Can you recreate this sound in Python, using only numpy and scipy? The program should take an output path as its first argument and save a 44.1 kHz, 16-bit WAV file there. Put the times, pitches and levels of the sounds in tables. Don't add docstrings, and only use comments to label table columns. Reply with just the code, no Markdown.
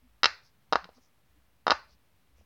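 import sys
import numpy as np
from scipy import signal
from scipy.fft import rfft, irfft
from scipy.io import wavfile
from scipy.ndimage import uniform_filter1d

SR = 44100
rng = np.random.default_rng(int(sys.argv[2]) if len(sys.argv) > 2 else 0)


def gain_from_db(level_db):
    decades = np.asarray(level_db, float) / 20
    return 10 ** decades


def output_pcm(signal):
    pcm = np.clip(np.atleast_2d(signal).T, -1, 1) * 32767
    wavfile.write(sys.argv[1], SR, np.round(pcm).astype(np.int16))


N = 108045


def level(x, db):
    return x * gain_from_db(db) / np.sqrt(np.mean(x ** 2))


def butter(x, order, hz, kind="low"):
    return signal.sosfilt(signal.butter(order, hz, kind, fs=SR, output="sos"), x)


def band(x, hz, width):
    return butter(x, 2, [hz / (1 + width), min(hz * (1 + width), .45 * SR)], "band")


def decay(t, t60_s):
    return np.exp(-np.log(1000) * t / t60_s)


def add(out, start_s, shape):
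    center = int(start_s * SR)
    i = np.arange(max(center - 4000, 0), min(center + 4000, N))
    out[i] += shape(i / SR - start_s)


def wander(rate_per_s):
    hold = int(SR / rate_per_s)
    steps = np.repeat(rng.standard_normal(N // hold + 1), hold)
    return 1.3 * uniform_filter1d(uniform_filter1d(steps, hold), hold)[:N]


# pitch_hz [Hz], level_db [dB per Hz]
FLOOR_COLOR = [(40, -5), (64, -1.5), (156, -9.5), (392, -19), (955, -19.5), (3000, -24.5), (7000, -33.5),
               (15800, -31)]
FLOOR_DB = -69.5
RUMBLE_HZ, RUMBLE_SWELL_DB = 198, 1
HISS_FLICKER_DB, HISS_FLICKER_PER_S = .6, 50


def floor():
    f = np.maximum(np.fft.rfftfreq(N, 1 / SR), 1)
    pitch_hz, level_db = np.array(FLOOR_COLOR).T
    color = gain_from_db(np.interp(np.log(f), np.log(pitch_hz), level_db, left=-60))
    noise = rfft(rng.standard_normal(N)) * color
    low = 1 / (1 + (f / RUMBLE_HZ) ** 2)
    rumble = irfft(noise * low, N) * gain_from_db(RUMBLE_SWELL_DB * wander(6.6))
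    hiss = irfft(noise * (1 - low), N) * gain_from_db(HISS_FLICKER_DB * wander(HISS_FLICKER_PER_S))
    return level(rumble + hiss, FLOOR_DB)


# start_s [s], level_db [dB], pitch_hz [Hz], length_s [s]
TABLE_THUDS = [(0.088, -62.5, 55, 0.1), (.26, -54.5, 90, 0.024), (0.318, -61, 75, .03),
               (.44, -66, 120, 0.011), (0.769, -53, 60, 0.041), (0.901, -65.5, 55, .03),
               (0.982, -58, 250, .015), (.85, -56, 180, .02), (.05, -62, 250, 0.025),
               (1.369, -66, 60, 0.095), (1.373, -69.5, 300, .015), (1.729, -46, 65, 0.018),
               (1.832, -62, 60, 0.037), (1.927, -60, 60, .04), (2.347, -58.5, 60, 0.028),
               (2.401, -56.5, 70, 0.019), (2.411, -68, 210, 0.018)]


def thuds():
    out = np.zeros(N)
    for start_s, level_db, pitch_hz, length_s in TABLE_THUDS:
        add(out, start_s, lambda t: gain_from_db(level_db) * np.sin(2 * np.pi * pitch_hz * t) * np.exp(-(t / length_s) ** 2))
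    return out


# start_s [s], length_s [s], level_db [dB], pitch_hz [Hz]
FINGER_RUBS = [(0.41, 0.11, -66, 5200), (0.926, 0.084, -68, 5230), (.97, .14, -70, 6200),
               (1.867, 0.1, -66.5, 4930), (2.349, 0.095, -76, 2500), (2.343, 0.11, -72.5, 6370)]
SLIPS_PER_S, SLIP_SPREAD_DB = 6000, 2


def rubs():
    out, t = np.zeros(N), np.arange(N) / SR
    for start_s, length_s, level_db, pitch_hz in FINGER_RUBS:
        slips = (rng.random(N) < SLIPS_PER_S / SR) * rng.standard_normal(N)
        slips = slips * gain_from_db(SLIP_SPREAD_DB * rng.exponential(size=N))
        stroke = np.sin(np.pi * np.clip((t - start_s) / length_s, 0, 1)) ** 2
        out += level(band(slips, pitch_hz, .2), level_db) * stroke
    return out


# late_s [s], level_db [dB]
ECHO_BOUNCES = [(.0016, -12), (.0041, -13), (.0063, -17), (.0085, -24), (.0117, -21)]
# pitch_hz [Hz], level_db [dB], t60_s [s]
ROOM_BANDS = [(250, -62, .2), (513, -58, 0.45), (850, -44, 0.21), (1345.7, -46, 0.29), (2000, -51, .27),
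              (3100, -44.5, 0.31), (4620, -51, .27), (7000, -47, .17)]
ROOM_RISE_S = .004
DIP_ROOM_DB, SKIN_ROOM_DB, TICK_ROOM_DB = -13, -13, 13


def room(dips, skins, ticks):
    t = np.arange(SR // 2) / SR
    tail = np.zeros(len(t))
    for pitch_hz, level_db, t60_s in ROOM_BANDS:
        noise = band(rng.standard_normal(len(t)), pitch_hz, 0.49)
        tail += level(noise, level_db) * decay(t, t60_s)
    tail *= 1 - np.exp(-(t / ROOM_RISE_S) ** 2)
    direct = dips + skins
    near = direct.copy()
    for late_s, level_db in ECHO_BOUNCES:
        near += gain_from_db(level_db) * np.roll(direct, int(late_s * SR))
    send = gain_from_db(DIP_ROOM_DB) * dips + gain_from_db(SKIN_ROOM_DB) * skins + gain_from_db(TICK_ROOM_DB) * ticks
    return near + signal.fftconvolve(send, tail)[:N]


def spit(ticks):
    t = np.arange(SR // 2) / SR
    fall = decay(t, .015) + gain_from_db(-21) * decay(t, .5)
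    loudness = signal.fftconvolve(np.abs(ticks), fall)[:N]
    return band(loudness * rng.standard_normal(N), 11500, .4)


def push(t, hz):
    bend = (np.pi * hz * t) ** 2
    return (2 * bend - 1) * np.exp(-bend)


def ring(t, hz, t60_s):
    return (t > 0) * np.sin(2 * np.pi * hz * t) * decay(np.maximum(t, 0), t60_s)


DIP_RING_DB, DIP_RING_T60_S = -19, 0.011


def dome_dip(t, hz):
    body = gain_from_db(-28) * push(t, hz * 0.27)
    return push(t, hz) + body + gain_from_db(DIP_RING_DB) * ring(t, hz, DIP_RING_T60_S)


# pitch_hz [Hz], level_db [dB], t60_s [s], late_s [s]
SKIN_TONES = [(2749, -0.5, 0.0093, -.0004), (5110, 4.5, 0.0039, -.0001), (3964, -3.5, .014, .0012),
              (4400, -11.5, .006, 0.0045), (6756, -18, 0.013, 0), (1401.5, -4.5, 0.0092, .0003),
              (2250, -6.5, 0.007, -.0003), (3300, -1, .005, -.0002), (6275, -13.5, 0.0033, 0),
              (880, -10, .012, .0004)]
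SKIN_SCATTER, SKIN_SCATTER_DB = .025, 1.5


def skin_ring(t, chance):
    out = np.zeros(len(t))
    for (pitch_hz, level_db, t60_s, late_s), (detune, boost) in zip(SKIN_TONES, chance):
        tone = ring(t - late_s, pitch_hz * (1 + SKIN_SCATTER * detune), t60_s)
        out += gain_from_db(level_db + SKIN_SCATTER_DB * boost) * tone
    return out


# start_s [s], dip_db [dB], dip_hz [Hz], crack_db [dB]
DOME_POPS = [(.2334, -10, 1450, -12), (.2434, -8, 1450, -10), (.2571, -8, 1450, -10),
             (.7260, -10, 800, -21), (.7325, -8, 950, -22), (.7570, -5.5, 1000, -23),
             (.8435, -38, 1400, -40), (.8545, -46, 500, -60), (.8915, -40, 550, -58),
             (.9790, -57, 1000, -72), (.9700, -60, 900, -76), (.9880, -59, 1000, -76),
             (.9830, -54, 400, -75), (1.6685, -9, 950, -26), (1.6805, -8, 950, -24),
             (1.7002, -10, 950, -28), (1.7068, -10, 1100, -12), (1.7172, -6, 1000, -23),
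             (1.7206, -8, 1000, -23), (2.385, -60, 450, -80), (2.412, -55, 500, -78)]
MIC_LAG_S = .00035
SKIN_LOW_HZ = 520


def pops():
    dips, skins, ticks = np.zeros(N), np.zeros(N), np.zeros(N)
    for start_s, dip_db, dip_hz, crack_db in DOME_POPS:
        chance = rng.standard_normal((len(SKIN_TONES), 2))
        add(dips, start_s - MIC_LAG_S, lambda t: gain_from_db(dip_db) * dome_dip(t, dip_hz))
        add(skins, start_s - MIC_LAG_S, lambda t: gain_from_db(crack_db) * skin_ring(t, chance))
        ticks[int(start_s * SR)] = gain_from_db(crack_db)
    return dips, butter(skins, 2, SKIN_LOW_HZ, "high"), butter(ticks, 2, SKIN_LOW_HZ, "high")


def scene():
    dips, skins, ticks = pops()
    near = room(dips, skins, ticks) + rubs()
    near = butter(near, 5, 5750)
    near = butter(near, 14, 7650)
    return (near + gain_from_db(-60) * spit(ticks) + thuds() + floor())[None]


def roll_off(x):
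    return signal.sosfilt(signal.butter(12, 16630, fs=SR, output="sos"), x)


def record(dry):
    mix = butter(dry, 3, 50, "high") - .0004
    return roll_off(mix)


dry = scene()
out = record(dry)
output_pcm(out)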